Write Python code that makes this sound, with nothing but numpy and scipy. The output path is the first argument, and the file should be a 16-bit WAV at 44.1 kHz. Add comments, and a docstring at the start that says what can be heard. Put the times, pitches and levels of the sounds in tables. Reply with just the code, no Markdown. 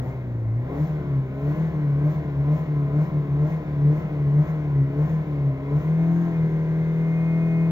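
"""Revving a parked car

A four-cylinder engine from the seat, on a two-port microphone: the pedal is pumped again and again,
then held. The firing note booms in the cabin and cancels briefly as the load changes; weaker crank and
cam orders growl over it and the body shakes. Valve gear clatters behind the bulkhead, the intake hisses
with the throttle, and belt-driven accessories whine at the held speed."""
import sys
import numpy as np
from scipy import signal
from scipy.fft import rfft, irfft
from scipy.io import wavfile
from scipy.ndimage import uniform_filter1d

SR = 44100
rng = np.random.default_rng(int(sys.argv[2]) if len(sys.argv) > 2 else 0)


def transcribe(u):
    """Save the signal u as a 16-bit wav file named by the first command-line argument.

    u: samples, shape (n,) or (channels, n), limited to [-1, 1]; the rate is SR.
    q: integer samples, one column per channel.
    """
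    v = np.clip(np.atleast_2d(u).T, -1, 1)
    q = np.round(v * 32767).astype(np.int16)
    wavfile.write(sys.argv[1], SR, q)


N = 340011
TIME = np.arange(N) / SR
BINS = np.fft.rfftfreq(N, 1 / SR)
TICKS = np.arange(0, N / SR, 1 / 400)  # control times, s
FIRINGS = 4  # per four-stroke cycle; an order is a multiple of the cycle rate
MIDDLE_HZ, HIGH_HZ = 158, 163.6  # firing rates at middle and high engine speed

# pumps of the pedal: press t/s, firing f/Hz, crest t/s, firing f/Hz; then the boom in each pump:
# coasting swell t/s, lift/dB, sag t/s, depth/dB, lift under load/dB, unloading t/s, coasting t/s
PUMPS = [(-0.12, 119.0, 0.119, 131.7, 0.13, 7.5, 0.209, 8, 0.5, 0.051, 0.13),
         (0.494, 110.3, 0.858, 157.7, 0.651, 5.5, 0.734, 14.5, 7.5, 0.873, 1.04),
         (1.27, 130.4, 1.635, 161.8, 1.174, 10.5, 1.28, 5, 7.5, 1.556, 1.72),
         (1.947, 140.6, 2.131, 156.0, 1.934, 10.1, 1.8, 0.0, 6.0, 2.138, 2.24),
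         (2.377, 138.8, 2.591, 158.0, 2.33, 18, 2.321, 15.5, 6, 2.581, 2.661),
         (2.873, 140.7, 3.052, 156.5, 2.825, 8.5, 2.887, 1, 8, 3.059, 3.11),
         (3.308, 140.6, 3.531, 159.0, 3.267, 17.5, 3.262, 16, 6.5, 3.5, 3.64),
         (3.801, 143.1, 4.016, 157.6, 3.87, 12.0, 3.596, 5.5, 1.1, 4.017, 4.092),
         (4.275, 141.2, 4.495, 158.5, 4.3, 11, 3.974, 7, 5.5, 4.466, 4.46),
         (4.851, 136.6, 5.119, 160.2, 4.795, 12.5, 4.93, 3, 8, 5.083, 5.251),
         (5.561, 134.3, 5.877, 158, 5.5, 14, 5.56, 12, 9.5, 5.829, 5.8)]
# the pedal held after the last pump: t/s, firing f/Hz
HELD_SPEED = [(5.99, 163.55), (6.1, 166.59), (6.24, 170.19), (6.32, 165.69), (6.41, 160.14), (6.52, 158.94),
              (6.61, 158.65), (6.69, 159.04), (6.8, 160.22), (6.9, 161.09), (7.2, 163.53), (7.4, 164.16),
              (7.71, 164.71)]
# how still the pedal is: t/s, stillness/0-1
PEDAL_STILLNESS = [(0, .15), (5.7, .2), (5.95, 0.5), (6.2, 0.4), (6.45, 0.95), (7.7, 0.95)]
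# mechanical effort and air flow grow with speed: firing f/Hz, effort/dB, flow/dB
EFFORT_BY_SPEED = [(111, -49, -78), (130, -45, -75.5), (142, -42.5, -74), (156, -42, -73),
                   (159, -41.4, -72), (164, -40.5, -72), (170, -39, -69)]
# the cabin's answer to the firing note: firing f/Hz, level/dB
BOOM_BY_SPEED = [(112, -24.4), (130, -31), (142, -30.5), (158, -21.5)]
# the firing note with the pedal held: t/s, level/dB
HELD_BOOM = [(5.96, -20), (6.186, -20), (6.32, -26), (6.408, -19), (6.456, -19), (6.494, -26), (6.552, -21),
             (6.58, -23), (7.69, -20)]
# the cabin's answer to the second harmonic: firing f/Hz, level/dB
SECOND_BY_SPEED = [(111, -52), (118, -45), (130, -43), (136, -37), (142, -39), (149, -38), (154, -40.5),
                   (157, -44), (160, -42.5), (162.3, -47), (164.3, -39.5), (170, -35)]
# its answer to the third harmonic: firing f/Hz, level/dB
THIRD_BY_SPEED = [(111, -50.5), (125, -48), (138, -42.5), (147, -45.5), (155, -48), (161, -43),
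                  (165, -46.5), (170, -53.5)]
# flares under load: t/s, second harmonic lift/dB, third lift/dB, fourth level/dB, intake roar lift/dB
LOAD_FLARES = [(0.01, 2.5, 7, -49.5, 8), (0.77, 4.5, 3.5, -50, 11), (1.47, 2, 4.5, -48, 7.5),
               (2.06, 3.5, 8.5, -41.5, 7.5), (2.5, 2.5, 5.5, -45.5, 7.5), (2.96, 3, 7.5, -45, 8),
               (3.42, 3, 7, -50, 7), (3.91, 4.5, 7.5, -44.5, 6.5), (4.4, 5.5, 7.5, -50, 7),
               (4.99, 3.5, 8.5, -51.5, 6.5), (5.72, 3.5, 8.5, -53, 7.5)]
# crank and cam lines: order, pumped level/dB, held middle-speed level/dB, high-speed level/dB
GROWL_ORDERS = [(2, -43.5, -45, -49), (3, -50, -52, -42.5), (5, -48.5, -50, -52), (6, -53.5, -56, -56),
                (7, -55, -47.5, -41), (9, -53.5, -45, -50), (10, -52, -56, -55), (11, -55, -51, -60.5),
                (13, -56, -58.5, -58), (14, -53.5, -51, -59), (15, -60, -54, -51.5), (16, -54, -51.5, -47),
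                (17, -63, -63, -65), (18, -53.5, -59, -54), (19, -66, -60.5, -57), (20, -59, -61, -65),
                (21, -61, -65, -64), (22, -63, -56, -55), (23, -64.5, -70.5, -76), (24, -64, -59, -58),
                (25, -72.5, -59, -55.5), (26, -64.5, -60.5, -60.5), (27, -72, -63, -68.5),
                (28, -64, -65, -62), (29, -73.5, -72, -69), (30, -66.5, -67, -64.5)]
# cabin resonances: f/Hz, width/Hz, lift/dB
CABIN_MODES = [(70.3, 6, 4), (186, 40, 8.5), (360, 16, 5), (613.5, 24, 8), (1016, 52, 12), (1067, 47, 8)]
# spectrum of the shaking body panels: f/Hz, level/dB
RUMBLE_SPECTRUM = [(12, -25), (25, -7.5), (37, -1.5), (50, -3.5), (72, 1.5), (95, -2.5), (130, 3.5),
                   (185, 1), (240, -10), (400, -26), (1000, -72.5)]
# spectrum of the mechanical noise behind the bulkhead: f/Hz, level/dB
CLATTER_SPECTRUM = [(120, -23), (220, -3), (400, 1), (640, -2.5), (860, -8.5), (950, -9), (1030, -3),
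                    (1130, -12), (1200, -13), (1600, -16), (2150, -18), (2500, -22.5), (3100, -28),
                    (4400, -40), (6600, -42.5), (9000, -57.5)]
# outline of the valve gear's lines: f/Hz, level/dB
VALVE_SPECTRUM = [(1000, -66.5), (1300, -67.5), (1600, -68.5), (2200, -69), (2500, -74.5), (3100, -80),
                  (4000, -86.5), (4600, -90.5), (5500, -95.5), (6700, -92.5)]
# bulkhead panel resonances: f/Hz, width/Hz, lift/dB
BULKHEAD_MODES = [(1062, 45, 9), (1330, 40, 3), (1502, 46, 5.5), (1606, 29, 5), (1902, 80, 5),
                  (2130, 38, 11), (2540, 45, 2.5), (6040, 68, 10), (6470, 90, 12.5)]
# spectrum of the cam drive's rasp: f/Hz, level/dB
RASP_SPECTRUM = [(600, -20), (1300, -2.5), (1800, -1.5), (2150, 2), (2600, -9), (3200, -10), (4200, -18),
                 (5200, -24), (8000, -42)]
# strength of that rasp: firing f/Hz, level/dB
RASP_BY_SPEED = [(111, -68.5), (130, -62.5), (142, -59.5), (155, -57), (160, -55.8), (164, -56), (170, -56)]
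# throttle hiss as picked up, with a dip near 10 kHz and the microphone's peak at 14 kHz: # f/Hz, level/dB
HISS_AS_PICKED_UP = [(1500, -22), (3000, -1), (4200, 0.5), (5200, 0.5), (6800, 3), (8500, -10.5),
                     (11000, -16), (12500, -7), (14000, 3.5), (15000, -5), (16000, 0)]
# throttle hiss at each press: t/s, half-length/s, lift/dB
HISS_PUFFS = [(0.077, .07, 7), (.83, .09, 7.5), (1.52, .12, 6), (2.12, .055, 7), (2.57, .065, 6.5),
              (3.04, .06, 6), (3.5, .065, 5.5), (3.98, .055, 5.5), (4.47, .06, 5), (5.069, .085, 5.5),
              (5.813, .075, 6)]
# spectrum of the air box, heard in the cabin: f/Hz, level/dB
ROAR_SPECTRUM = [(120, -24), (220, -2), (380, 0), (650, -1), (850, -8), (960, -9.5), (1030, -3.5),
                 (1130, -14.5), (1500, -24), (3000, -52)]
# gear and accessory lines: order, resonant firing f/Hz, width/Hz, level/dB
GEAR_WHINES = [(32, 165, 11, -58), (35, 159, 8, -68), (36, 164, 9, -63), (36, 140, 6, -53.5),
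               (40, 159.7, 5.5, -58), (41, 159.5, 6, -65), (44, 161, 7, -64), (44, 168, 7, -58),
               (46, 164.3, 5, -65), (47, 162, 12, -65), (48, 160, 6, -62.5), (52, 163.2, 9, -50),
               (53, 160, 6.5, -60), (54, 161, 8, -68.5), (58, 180, 7, -55.5), (60, 164.2, 5.8, -53.5),
               (62, 160, 8, -68), (76, 163.8, 5, -72), (152, 170, 5, -73.5)]
# alternator lines: shaft harmonic, level/dB
ALTERNATOR_LINES = [(1, -45), (2, -42), (4, -63), (5, -60), (6, -67), (9, -73), (10, -69), (11, -74),
                    (12, -76), (15, -85), (17, -81), (18, -81.5), (19, -86), (21, -83), (23, -90),
                    (24, -90)]
# the alternator housing's resonance: f/Hz, width/Hz, lift/dB
HOUSING_MODE = [(3612, 70, 12)]
# colour of the cabin reflections: f/Hz, level/dB
REFLECTION_SPECTRUM = [(100, -14), (290, -2), (500, 4), (2000, 2), (7000, 0)]
# how alike noise is at the two microphone ports: f/Hz, correlation/0-1
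PORT_LIKENESS = [(60, .995), (130, .985), (290, .88), (660, .5), (1050, .8), (1400, .5), (2200, .7),
                 (3500, .15), (4500, .35), (6000, .72), (7500, .6), (13000, .98)]
# left port over right: f/Hz, level/dB
PORT_BALANCE = [(30, .2), (120, .6), (148, 1.2), (159, 1.5), (164, 2.2), (170, 3), (200, 2), (350, 2.3),
                (700, 2.1), (1400, 1.4), (2500, 2), (5000, .4), (14000, .3)]
# lead of the left port: f/Hz, phase/rad
PORT_LEAD = [(20, 0), (150, -.15), (400, -.42), (650, -.5), (800, -.95), (1100, -.8), (2100, -1.8),
             (3200, -3.6), (3800, -5.4), (4300, -5.8), (4800, -5), (6200, -5.1), (8500, -3.6),
             (12500, -6.2)]


def from_db(db):
    """Decibels to gain."""
    return 10 ** (np.asarray(db) / 20)


def unit(x):
    """Scales to rms 1."""
    return x / np.sqrt(np.mean(x ** 2) + 1e-20)


def by_hz(points, hz):
    """Reads a curve on a log-frequency axis."""
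    f, value = np.transpose(points)
    return np.interp(np.log(hz + 1), np.log(f + 1), value)


def audio(control):
    """From control ticks to samples."""
    return np.interp(TIME, TICKS, control)


def drift(rate_hz):
    """Slow random wander of rms 1, up to about the given rate."""
    knots = rng.standard_normal(1000)
    return unit(np.interp(TICKS * 2 * rate_hz, np.arange(len(knots)), knots))


def bumps(centres, half_s, heights=1):
    """A sum of bell-shaped swells on the control ticks."""
    return np.sum(heights * np.exp(-((TICKS[:, None] - centres) / half_s) ** 2), axis=1)


def cancelling(times, half_s=.022):
    """A gain that passes through zero and changes sign at each of the times."""
    return np.prod(np.tanh((TICKS[:, None] - times) / half_s), axis=1)


def peaks_db(resonances, hz):
    """Gain in dB of a set of resonances at a moving frequency."""
    return sum(db / (1 + (2 * (hz - centre) / width) ** 2) for centre, width, db in resonances)


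def noise(spectrum):
    """Coloured noise of rms 1, partly alike at the two microphone ports."""
    left, other = rfft(rng.standard_normal((2, N)))
    likeness = by_hz(PORT_LIKENESS, BINS)
    right = likeness * left + np.sqrt(1 - likeness ** 2) * other
    return unit(irfft(np.array([left, right]) * from_db(by_hz(spectrum, BINS)), N))


def line(cycles, order):
    """A sine of rms 1 locked to the engine cycle."""
    return np.sqrt(2) * np.sin(2 * np.pi * (order * cycles + rng.random()))


def blend(start, end, share):
    """Crossfades from start to end as share goes from 0 to 1."""
    return start + share * (end - start)


def stillness():
    """Near 0 while the pedal is pumped, near 1 while it is held still."""
    return np.interp(TICKS, *np.transpose(PEDAL_STILLNESS))


def high_speed(firing_hz, from_hz=MIDDLE_HZ):
    """0 up to the given firing rate, 1 at high speed."""
    return np.clip((firing_hz - from_hz) / (HIGH_HZ - from_hz), 0, 1)


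def engine_speed(rise_bend=1.25, fall_bend=1.2):
    """Firing rate in Hz: it gathers pace at each press, eases down to the next, and at last is held."""
    presses_and_crests = np.array(PUMPS)[:, :4].reshape(-1, 2)
    times, hz = np.vstack([presses_and_crests, HELD_SPEED]).T
    knots = np.arange(len(times))
    leg, part = np.divmod(np.interp(TICKS, times, knots), 1)
    bent = np.where(leg % 2, 1 - (1 - part) ** fall_bend, part ** rise_bend)
    pumping = leg < len(presses_and_crests) - 1
    position = leg + np.where(pumping, bent, part)
    return uniform_filter1d(np.interp(position, knots, hz), size=15)


def surge(lag_s, half_s, heights=1, usual_climb_hz=18):
    """A swell late in each climb of speed, longer for a longer press, stronger for a bigger climb."""
    press, low_hz, crest, top_hz, *_ = np.transpose(PUMPS)
    climb_s = crest - press
    strength = ((top_hz - low_hz) / usual_climb_hz) ** .08
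    return bumps(press + .68 * climb_s + lag_s, half_s + .15 * climb_s, heights * strength)


def engine_effort(firing_hz, press_db=2):
    """How hard the engine works, rms 1: more with speed and at each press."""
    hz, db, _ = np.transpose(EFFORT_BY_SPEED)
    return unit(from_db(np.interp(firing_hz, hz, db) + press_db * surge(lag_s=.018, half_s=.04)))


def boom(cycles, firing_hz, trim_db=.1, load_lead_s=.065, handover_s=.06, catch_db=6):
    """The firing note fills the cabin under load and flips where crank shake and exhaust pulse cancel."""
    *_, swell, swell_db, sag, sag_db, load_db, unload, coast = np.transpose(PUMPS)
    pumped_db = by_hz(BOOM_BY_SPEED, firing_hz) + bumps(swell, .11, swell_db)
    pumped_db += bumps(unload - load_lead_s, .054, load_db) - bumps(sag, .061, sag_db)
    pumped_db -= bumps(coast[-1:], .022, catch_db)  # the last pump is caught before it coasts: only a dip
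    held_db = np.interp(TICKS, *np.transpose(HELD_BOOM))
    held = np.clip((TICKS - coast[-1]) / handover_s, 0, 1)
    level = from_db(blend(pumped_db, held_db, held) + trim_db)
    polarity = cancelling(unload) * cancelling(coast[:-1], half_s=.033)
    flutter = 1 + blend(.12, .035, stillness()) * drift(16)
    return audio(polarity * level * flutter) * line(cycles, FIRINGS)


def overtones(cycles, firing_hz, flare_s=.045, dip_db=7):
    """Harmonics 2-4 of the firing note flare under load; the second dips after each crest."""
    _, _, crest, *_, unload, _ = np.transpose(PUMPS)
    flare, second_db, third_db, fourth_db, _ = np.transpose(LOAD_FLARES)
    dips_db = bumps(crest + .04, .041, dip_db)
    second = from_db(by_hz(SECOND_BY_SPEED, firing_hz) + bumps(flare, flare_s, second_db) - dips_db)
    third = from_db(by_hz(THIRD_BY_SPEED, firing_hz) + bumps(flare, flare_s, third_db))
    third *= cancelling(unload - .03)  # just before the boom cancels
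    fourth = bumps(flare + .023, flare_s, from_db(fourth_db))
    rough = blend(.3, .071, high_speed(firing_hz))
    return sum(audio(level * (1 + rough * drift(30))) * line(cycles, harmonic * FIRINGS)
               for harmonic, level in [(2, second), (3, third), (4, fourth)])


def growl(cycles, firing_hz, effort, pumped_trim_db=-1, held_trim_db=-.5):
    """Unequal cylinders give lines at multiples of the cycle rate, sweeping through the cabin modes."""
    high = high_speed(firing_hz, from_hz=160)
    held = np.maximum(high, stillness() ** 2)
    rough = blend(.33, .22, held)
    out = np.zeros(N)
    for order, base_db, middle_db, high_db in GROWL_ORDERS:
        hz = order * firing_hz / FIRINGS
        pumped_db = base_db + pumped_trim_db + peaks_db(CABIN_MODES, hz)
        held_db = blend(middle_db, high_db, high) + held_trim_db
        level = from_db(blend(pumped_db, held_db, held)) * np.sqrt(effort)
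        out += audio(level * (1 + rough * drift(5))) * line(cycles, order)
    return out


def body_rumble(firing_hz, effort, base_db=-38.5, high_db=-2.5):
    """All round the seat the body shakes on the engine mounts, more with effort, less at high speed."""
    level = from_db(base_db + high_db * high_speed(firing_hz) + drift(4.1)) * effort ** .29
    return audio(level) * noise(RUMBLE_SPECTRUM)


def clatter(cycles, firing_hz, effort, base_db=-44, high_db=-1.5, held_db=-3):
    """Combustion and valve noise behind the bulkhead throbs with each firing, crank turn and cycle."""
    throb = 1 + .12 * line(cycles, FIRINGS) + .038 * line(cycles, 2) + .069 * line(cycles, 1)
    level = from_db(base_db + high_db * high_speed(firing_hz) + held_db * stillness()) * effort ** 1.3
    return audio(level) * unit(noise(CLATTER_SPECTRUM) * throb)


def valve_gear(cycles, firing_hz, effort, trim_db=-1.5, uneven_db=2.5, firing_db=2, odd_db=-4.5):
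    """Valves repeat each cycle: a comb of fine lines that flare through the panel modes; a few whine."""
    mode_hz = np.arange(700, 7500, 25)
    rough = blend(.65, .15, stillness())
    drive = from_db(trim_db) * effort
    out = np.zeros(N)
    for order in range(31, 165):
        hz = order * firing_hz / FIRINGS
        pattern_db = firing_db * (order % FIRINGS == 0) + odd_db * (order % 2)
        ripple = np.clip(rng.standard_normal(len(mode_hz)), -2, 1.5)
        panel_db = peaks_db(BULKHEAD_MODES, hz) + uneven_db * np.interp(hz, mode_hz, ripple)
        level = from_db(by_hz(VALVE_SPECTRUM, hz) + panel_db + pattern_db) * drive
        level *= 1 + rough * drift(3)
        out += audio(np.hypot(level, gear_whine_level(order, firing_hz))) * line(cycles, order)
    return out


def cam_drive(cycles, firing_hz):
    """The cam drive rasps with engine speed alone, throbbing with each crank turn and firing."""
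    throb = 1 + .12 * line(cycles, 2) + .15 * line(cycles, FIRINGS)
    return audio(from_db(by_hz(RASP_BY_SPEED, firing_hz))) * noise(RASP_SPECTRUM) * throb


def intake(firing_hz, hiss_db=5, roar_db=25.5, held_db=-9, lugging_db=6):
    """At each press air hisses past the throttle and roars in the air box, which low speed favours."""
    hz, _, db = np.transpose(EFFORT_BY_SPEED)
    flow_db = np.interp(firing_hz, hz, db)
    lugging = np.clip((MIDDLE_HZ - firing_hz) / (MIDDLE_HZ - firing_hz.min()), 0, 1)
    gulp_db = surge(lag_s=.011, half_s=.05, heights=np.array(LOAD_FLARES)[:, -1])
    roar = from_db(flow_db + roar_db + gulp_db + held_db * stillness() + lugging_db * lugging)
    hiss = from_db(flow_db + hiss_db + bumps(*np.transpose(HISS_PUFFS)))
    return audio(hiss) * noise(HISS_AS_PICKED_UP) + audio(roar) * noise(ROAR_SPECTRUM)


def gear_whine_level(order, firing_hz, waver=.21, build_s=.03):
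    """How strongly one order sings: it builds up near its resonant speed as the pedal comes to rest."""
    ring = np.zeros(len(TICKS))
    for whine_order, resonant_hz, width, db in GEAR_WHINES:
        if whine_order == order:
            ring += from_db(db) / (1 + (2 * (firing_hz - resonant_hz) / width) ** 2) ** 2
    decay = np.exp(-TICKS[1] / build_s)
    return signal.lfilter([1 - decay], [1, -decay], ring) * stillness() * (1 + waver * drift(14))


def belt_whine(cycles, firing_hz, alternator_order=4.975, pulley_order=12.63, pulley_db=-56, waver=.15):
    """Alternator and pulley turn out of step with the crank; a line whistles at the housing's mode."""
    out = audio(from_db(pulley_db) * (1 + waver * drift(6))) * line(cycles, pulley_order)
    for harmonic, db in ALTERNATOR_LINES:
        order = harmonic * alternator_order
        level = from_db(db + peaks_db(HOUSING_MODE, order * firing_hz / FIRINGS))
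        out += audio(level * (1 + waver * drift(6))) * line(cycles, order)
    pedal_db = .55 - 9 * (1 - stillness())  # faint until the pedal is held
    return out * audio(from_db(pedal_db))


def cabin_reflections(direct, trim_db=-12, t60_s=.1, held_cut=.65):
    """Nearby glass and trim reflect differently to each port, so a gliding line wanders between them."""
    t = np.arange(SR // 8) / SR
    tail = rng.standard_normal(len(t)) * np.exp(-np.log(1000) * t / t60_s)
    colour = from_db(trim_db + by_hz(REFLECTION_SPECTRUM, BINS))
    side = irfft(rfft(direct) * rfft(tail / np.linalg.norm(tail), N) * colour, N)
    side *= audio(1 - held_cut * stillness())
    return np.array([direct + side, direct - side])


def scene():
    """The engine from the seat: one slightly uneven crankshaft drives every layer."""
    firing_hz = engine_speed()
    jitter = .0003 + .003 * (1 - stillness())  # share of the crank speed
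    cycles = np.cumsum(audio(firing_hz * (1 + jitter * drift(20)))) / SR / FIRINGS
    effort = engine_effort(firing_hz)
    tones = overtones(cycles, firing_hz) + growl(cycles, firing_hz, effort)
    gear = valve_gear(cycles, firing_hz, effort) + belt_whine(cycles, firing_hz)
    noises = clatter(cycles, firing_hz, effort) + cam_drive(cycles, firing_hz)
    noises += body_rumble(firing_hz, effort) + intake(firing_hz)
    return boom(cycles, firing_hz) + cabin_reflections(tones) + gear + noises


def record(dry, image_hz=9600, image_db=-62, edge_hz=15850):
    """Two microphone ports in the cabin, unequal in level and arrival time, feed a band-limited recorder."""
    left_gain = from_db(by_hz(PORT_BALANCE, BINS) / 2) * np.exp(.5j * by_hz(PORT_LEAD, BINS))
    ports = irfft(rfft(dry) * np.array([left_gain, 1 / left_gain]), N)
    # the recorder mirrors a trace of the sound around image_hz
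    ports *= 1 + from_db(image_db) * np.cos(2 * np.pi * image_hz * TIME)
    low_pass = signal.firwin(511, edge_hz, window=("kaiser", 9), fs=SR)
    return signal.oaconvolve(ports, low_pass[None], "same", axes=1)


dry = scene()
out = record(dry)
transcribe(out)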